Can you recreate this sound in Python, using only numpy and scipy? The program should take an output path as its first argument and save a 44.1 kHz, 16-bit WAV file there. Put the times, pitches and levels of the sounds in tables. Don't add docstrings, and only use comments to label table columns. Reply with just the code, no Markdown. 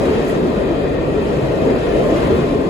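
import sys
import numpy as np
from scipy import signal
from scipy.io import wavfile
from scipy.ndimage import uniform_filter1d

SR = 44100
rng = np.random.default_rng(int(sys.argv[2]) if len(sys.argv) > 2 else 0)


def store_pcm(level_fs):
    pcm = np.round(np.clip(level_fs, -1, 1) * 32767).astype(np.int16)
    wavfile.write(sys.argv[1], SR, np.atleast_2d(pcm).T)


def gain_from_db(level_db):
    decades = np.asarray(level_db, float) / 20
    return 10 ** decades


N = 118629

# t/s, roar level/dB, floor shake/dB, howl over the roar/dB
PASSING = [(0, -16.5, -31.5, 4), (.1, -16.5, -36, -1), (.22, -20, -34, 0), (.38, -16, -36.5, -4),
           (.55, -19, -34, 2.5), (.75, -20, -34, 2), (.95, -20.5, -32, 1), (1.18, -19.5, -33, -1),
           (1.4, -20.5, -32, 1.5), (1.55, -20.5, -33.5, 6.5), (1.7, -14, -28.5, 1), (1.83, -21.5, -35.5, 3),
           (1.97, -16.5, -31, 7), (2.12, -17, -32, 5.5), (2.24, -18.5, -27.5, 4.5), (2.33, -14, -31, -4),
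           (2.48, -19.5, -30.5, 1.5), (2.69, -17.5, -34, -8)]
# t/s, rolling level/dB, air level/dB
NEARNESS = [(0.0, -32.5, -57), (0.01, -31.5, -52.5), (0.12, -30.5, -54), (0.25, -32, -55), (0.3, -32, -53),
            (0.36, -31.5, -56.5), (0.39, -32.5, -60), (0.98, -33, -66), (1.03, -33.5, -64),
            (1.3, -32.5, -59.5), (1.62, -32.5, -57.5), (1.79, -32, -58), (2.09, -32, -53.5),
            (2.24, -30.5, -53.5), (2.6, -33.5, -60.5), (2.69, -34, -60)]
# f/Hz, density/dB per Hz
RUMBLE_COLOUR = [(22, -34), (32, -4), (48, -1), (75, -3), (105, -6.5), (140, 0.5), (175, -2), (200, -13)]
# f/Hz, density/dB per Hz
ROAR_COLOUR = [(150, -15.5), (200, -5.5), (250, -4), (350, -2.5), (420, -2), (500, -6), (640, -16),
               (1100, -22.5)]
# f/Hz, density/dB per Hz
HOWL_COLOUR = [(430, -3), (520, -0.5), (600, 0), (680, -3), (760, -16.5)]
# f/Hz, likeness 0..1
ROAR_SAME = [(100, 0.86), (300, 0.79), (550, 0.54), (800, 0.57)]
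# f/Hz, left minus right/dB
ROAR_TILT = [(140, -2), (330, 1.5), (770, 4)]
# f/Hz, density/dB per Hz
RUSH_COLOUR = [(500, -1.5), (850, -3.5), (1300, -5), (1650, -8.5), (3000, -15), (4000, -17.5),
               (4500, -22.5), (6000, -59.5)]
# f/Hz, likeness 0..1
RUSH_SAME = [(860, .22), (1200, .43), (1550, .5), (2200, .2), (3000, .08), (4300, .2)]
# f/Hz, right lead/rad
RUSH_TURN = [(860, -0.5), (1200, 1.5), (1550, 2.5), (2240, -0.56), (2600, -11.5), (3500, 0), (4200, -1.5)]
# f/Hz, left minus right/dB
RUSH_TILT = [(800, 4.5), (1800, 3.5), (2700, 1.5), (4300, 1), (5000, -7)]
# f/Hz, width/Hz, level/dB
WHEEL_MODES = [(1630, 37, -8.5), (1858, 104, -6), (2063, 30, -6.5), (2470, 180, -8), (2630, 51, -6.5),
               (3180, 63, -10.5), (3690, 39, -33), (4720, 120, -23), (4750, 69, -19.5)]
# f/Hz, density/dB per Hz
HISS_COLOUR = [(4200, -11), (5000, 5), (5400, -3), (6000, -1), (8000, -3.5), (10000, -4.5), (12000, -12),
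               (15700, -22)]
# f/Hz, likeness 0..1
HISS_SAME = [(5000, .3), (5600, .7), (6300, .45), (7000, .85), (7700, .75), (9000, .96), (15000, .97)]
# f/Hz, right lead/rad
PORT_TURN = [(4600, 2.9), (5600, 5.4), (6100, 1.4), (6700, .1), (7300, 0.39)]
# f/Hz, width/Hz, level/dB
WHINE_LINES = [(6000, 60, -62), (9790, 80, -69)]
# t/s, level/dB, f/Hz
PINGS = [(.03, -35, 1820), (.59, -29, 1870), (.63, -29, 2460), (.68, -36, 1820), (.93, -24, 1860),
         (.97, -23, 1820), (1.1, -27, 1910), (1.45, -33, 1870), (1.52, -27, 1830), (1.585, -25, 2500),
         (1.7, -27, 1700), (1.75, -36, 2620), (1.89, -22, 1740), (1.95, -26, 2470), (2.1, -28, 1840),
         (2.16, -26, 2095), (2.42, -24, 1870)]
# t/s, level/dB, f/Hz
JOINTS = [(0.078, -7.5, 79), (0.247, -16, 48.7), (0.439, -28, 37.7), (0.964, -35, 43.1), (1.079, -28, 77),
          (1.896, -13, 53.5), (2.079, -13, 53.4), (2.139, -7, 56), (2.249, -9, 98), (2.33, -3.5, 76),
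          (2.449, -10, 50)]
# t/s, level/dB, f/Hz
BUMPS = [(.06, -7, 371), (.1, -6, 428), (.17, -7.5, 464), (.23, -12, 425), (.27, -14, 323), (.352, -9, 417),
         (.36, -15, 204), (.41, -11.5, 166.4), (.42, -13.5, 403), (.56, -11.5, 199), (.637, -9, 391),
         (.7, -11, 337.6), (.832, -9, 392), (.985, -13, 339), (1.16, -9, 432), (1.195, -10, 396),
         (1.195, -11.5, 226.5), (1.29, -12.5, 410), (1.42, -8.5, 137), (1.52, -14.5, 559),
         (1.635, -15, 265), (1.67, -7, 446), (1.715, -11, 387), (1.9, -11.5, 430), (2.0, -18, 422),
         (2.03, -6.5, 427), (2.12, -7.5, 331), (2.295, -4.5, 397), (2.31, -10, 453), (2.28, -8, 200),
         (2.29, -19, 251), (2.335, -9, 238), (2.38, -7.5, 363), (2.44, -12.5, 261), (2.5, -9, 279),
         (2.54, -12, 419), (2.585, -9.5, 263)]
# t/s, length/s, level/dB
PUFFS = [
    (0.25, .012, -51),
    (0.297, 0.027, -47.5),
    (2.252, 0.029, -57),
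    (2.37, .02, -53),
]
# f/Hz, density/dB per Hz
PUFF_COLOUR = [(5000, -20), (8000, -2), (11000, 1), (13800, 1), (14500, -20)]
# f/Hz, margin/dB
GATE_MARGIN = [(4300, 16), (5300, 8), (7000, 9), (9000, 6.3), (11900, 4.5), (13900, 4.2), (14800, 5),
               (15700, 1.5)]


def evened(x):
    return x / np.sqrt(np.mean(x ** 2) + 1e-20)


def read(points, hz):
    f, value = np.transpose(points)
    return np.interp(np.log(hz + 1), np.log(f + 1), value)


def flat(value):
    return lambda hz: value + 0 * hz


def table(points):
    return lambda hz: read(points, hz)


def closed(points):
    low_hz, high_hz = points[0][0], points[-1][0]

    def colour(hz):
        octaves_outside = abs(np.log2((hz + 1) / np.clip(hz + 1, low_hz, high_hz)))
        return read(points, hz) - 50 * octaves_outside
    return colour


def peaks(rows, hz):
    return sum(gain_from_db(2 * db) / (1 + (2 * (hz - f) / width) ** 2) ** 2 for f, width, db in rows)


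def peak_colour(rows):
    return lambda hz: 10 * np.log10(peaks(rows, hz) + 1e-20)


def ports(hz):
    return read(PORT_TURN, hz) + 2 * np.pi * np.maximum(hz - 7150, 0) / 4340


def control(rows, column, follows):
    db = np.interp(np.arange(N) / SR, *np.transpose(rows)[[0, column]])
    return db.mean() + follows * (db - db.mean())


def steadied(x):
    steady_s = 0.22
    power = uniform_filter1d((x ** 2).mean(0), round(steady_s * SR))
    power = uniform_filter1d(power, round(steady_s * SR / 2))
    return x / np.sqrt(abs(power) + 1e-9)


def noise(colour_db, same, turn, tilt_db, patchy_db, flicker_db, size=1024):
    frames, hz = 4 * N // size + 6, np.fft.rfftfreq(size, 1 / SR)
    a, b, c, d, patches = rng.standard_normal((frames, len(hz), 5)).T
    patches = uniform_filter1d(patches, size=10, axis=0)
    patches = evened(uniform_filter1d(patches, size=8, axis=1))
    flicker = evened(uniform_filter1d(rng.standard_normal(frames), size=4))
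    likeness = np.clip(same(hz), 0, 1)[:, None]
    left = a + 1j * b
    shared = likeness * left * np.exp(1j * turn(hz))[:, None]
    right = shared + np.sqrt(1 - likeness ** 2) * (c + 1j * d)
    tilt = gain_from_db(tilt_db(hz) / 2)[:, None]
    level = gain_from_db(colour_db(hz)[:, None] + patchy_db * patches + flicker_db * flicker)
    z = np.array([left * tilt, right / tilt]) * level
    return evened(signal.istft(z, nperseg=size, noverlap=3 * size // 4)[1][:, :N])


def knocks(rows, db, rise_s, t60_s):
    out, t = np.zeros(N), np.arange(N) / SR
    for start_s, peak_db, hz in rows:
        u = np.maximum(t - start_s, 0)
        decay = gain_from_db(peak_db + db - 60 * u / t60_s)
        out += decay * (1 - np.exp(-u / rise_s)) * np.sin(2 * np.pi * hz * u)
    return out


def roar():
    turn = table([(200, -0.44), (520, -0.59), (900, 3.0)])
    same, tilt = table(ROAR_SAME), table(ROAR_TILT)
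    boom = noise(closed(ROAR_COLOUR), same, turn, tilt, patchy_db=0.74, flicker_db=0.062, size=2048)
    howl = noise(closed(HOWL_COLOUR), same, turn, tilt, patchy_db=1.0, flicker_db=0.082, size=2048)
    roar_db = control(PASSING, column=1, follows=0.7)
    howl_db = roar_db - 7.0 + control(PASSING, column=3, follows=0.83)
    return gain_from_db(roar_db + 0.5) * steadied(boom) + gain_from_db(howl_db) * steadied(howl)


def rumble():
    same = table([(40, 1.0), (80, 0.87)])
    floor = noise(closed(RUMBLE_COLOUR), same, flat(0), flat(-0.8), patchy_db=0.32, flicker_db=0.2, size=4096)
    db = control(PASSING, column=2, follows=0.75)
    return gain_from_db(-25 + db - db.mean()) * steadied(floor)


def rush():
    def colour(hz):
        return 10 * np.log10(gain_from_db(2 * closed(RUSH_COLOUR)(hz)) + peaks(WHEEL_MODES, hz))
    rolling = noise(colour, table(RUSH_SAME), table(RUSH_TURN), table(RUSH_TILT),
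                    patchy_db=1.34, flicker_db=0.35, size=2048)
    return gain_from_db(control(NEARNESS, column=1, follows=1.9) + 3.5) * steadied(rolling)


def hiss():
    air = noise(closed(HISS_COLOUR), table(HISS_SAME), ports, flat(-.1),
                patchy_db=1.15, flicker_db=0.6, size=512)
    return gain_from_db(control(NEARNESS, column=2, follows=0.56) + 11.5) * air


def whine():
    level = np.sqrt(sum(gain_from_db(2 * db) for _, _, db in WHINE_LINES))
    lines = level * noise(peak_colour(WHINE_LINES), flat(1.0), ports, flat(.1),
                          patchy_db=1.5, flicker_db=.4, size=2048)
    top_line = [(14830, 280, 0)]  # f/Hz, width/Hz, level/dB
    sizzle = gain_from_db(-69) * noise(peak_colour(top_line), flat(0.53), flat(1.2), flat(.1),
                              patchy_db=1.5, flicker_db=.4)
    db = control(NEARNESS, column=2, follows=0.84)
    return gain_from_db(db - db.mean()) * (lines + sizzle)


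def pings():
    return knocks(PINGS, db=-4.5, rise_s=0.015, t60_s=0.17) * gain_from_db(np.array([[2.5], [-2.5]]))


def joints():
    floor = knocks(JOINTS, db=-0.5, rise_s=0.027, t60_s=0.13)
    body = knocks(BUMPS, db=0.8, rise_s=.012, t60_s=.16)
    return floor + body * gain_from_db(np.array([[.7], [-.7]]))


def puffs():
    t = np.arange(N) / SR
    shape = sum(gain_from_db(db) * np.exp(-((t - s) / length) ** 4) for s, length, db in PUFFS)
    return shape * noise(closed(PUFF_COLOUR), flat(0.7), ports, flat(.1),
                         patchy_db=1.0, flicker_db=1.8, size=256)


def hum():
    from_s, to_s, fade_s = 1.95, 3.1, .12
    t = np.arange(N) / SR
    fade = np.clip(np.minimum(t - from_s, to_s - t) / fade_s, 0, 1)
    sag = gain_from_db(-1.5 * (t - from_s))
    wander = evened(uniform_filter1d(rng.standard_normal(N), size=4000))
    turn = 2 * np.pi * np.cumsum(1047 + 0.56 * wander) / SR
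    turn = turn + np.array([[0], [.8]])
    tone = np.sin(turn) + gain_from_db(-13) * np.sin(2 * turn)
    return gain_from_db(-37.5) * fade * sag * tone * gain_from_db(np.array([[1.5], [-1.5]]))


def gated(x, size=8):
    lead = 48
    mid_side = np.array([x[0] + x[1], x[0] - x[1]]) / 2
    hz, _, z = signal.stft(np.pad(mid_side, ((0, 0), (lead, 0))), SR, "cosine", nperseg=2048)
    power = (abs(z[:, :-1]) ** 2).reshape(2, -1, size, z.shape[2]).mean(axis=2)
    around = uniform_filter1d(power.sum(axis=0), size=9, axis=0)
    around = uniform_filter1d(around, size=5, axis=1)
    margin_db = np.where(hz < GATE_MARGIN[0][0], 200, read(GATE_MARGIN, hz))
    margin_db = margin_db[size // 2::size, None]
    keep = np.repeat(power > around / gain_from_db(2 * margin_db), size, axis=1)
    z = z * np.pad(keep, ((0, 0), (0, 1), (0, 0)))
    mid, side = signal.istft(z, SR, "cosine", nperseg=2048)[1][:, lead:lead + N]
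    return np.array([mid + side, mid - side])


def scene():
    rolling = roar() + rumble() + rush() + hiss() + whine()
    return rolling + pings() + joints() + puffs() + hum()


def low_pass(x):
    return signal.sosfilt(signal.butter(12, 17060, fs=SR, output="sos"), x)


def record(dry):
    low_cut = signal.butter(4, 31, "high", fs=SR, output="sos")
    edge = signal.firwin(511, 15800, window=("kaiser", 9), fs=SR)
    cut = signal.sosfilt(low_cut, dry)
    mix = gated(signal.oaconvolve(cut, edge[None], "same"))
    return low_pass(mix)


dry = scene()
out = record(dry)
store_pcm(out)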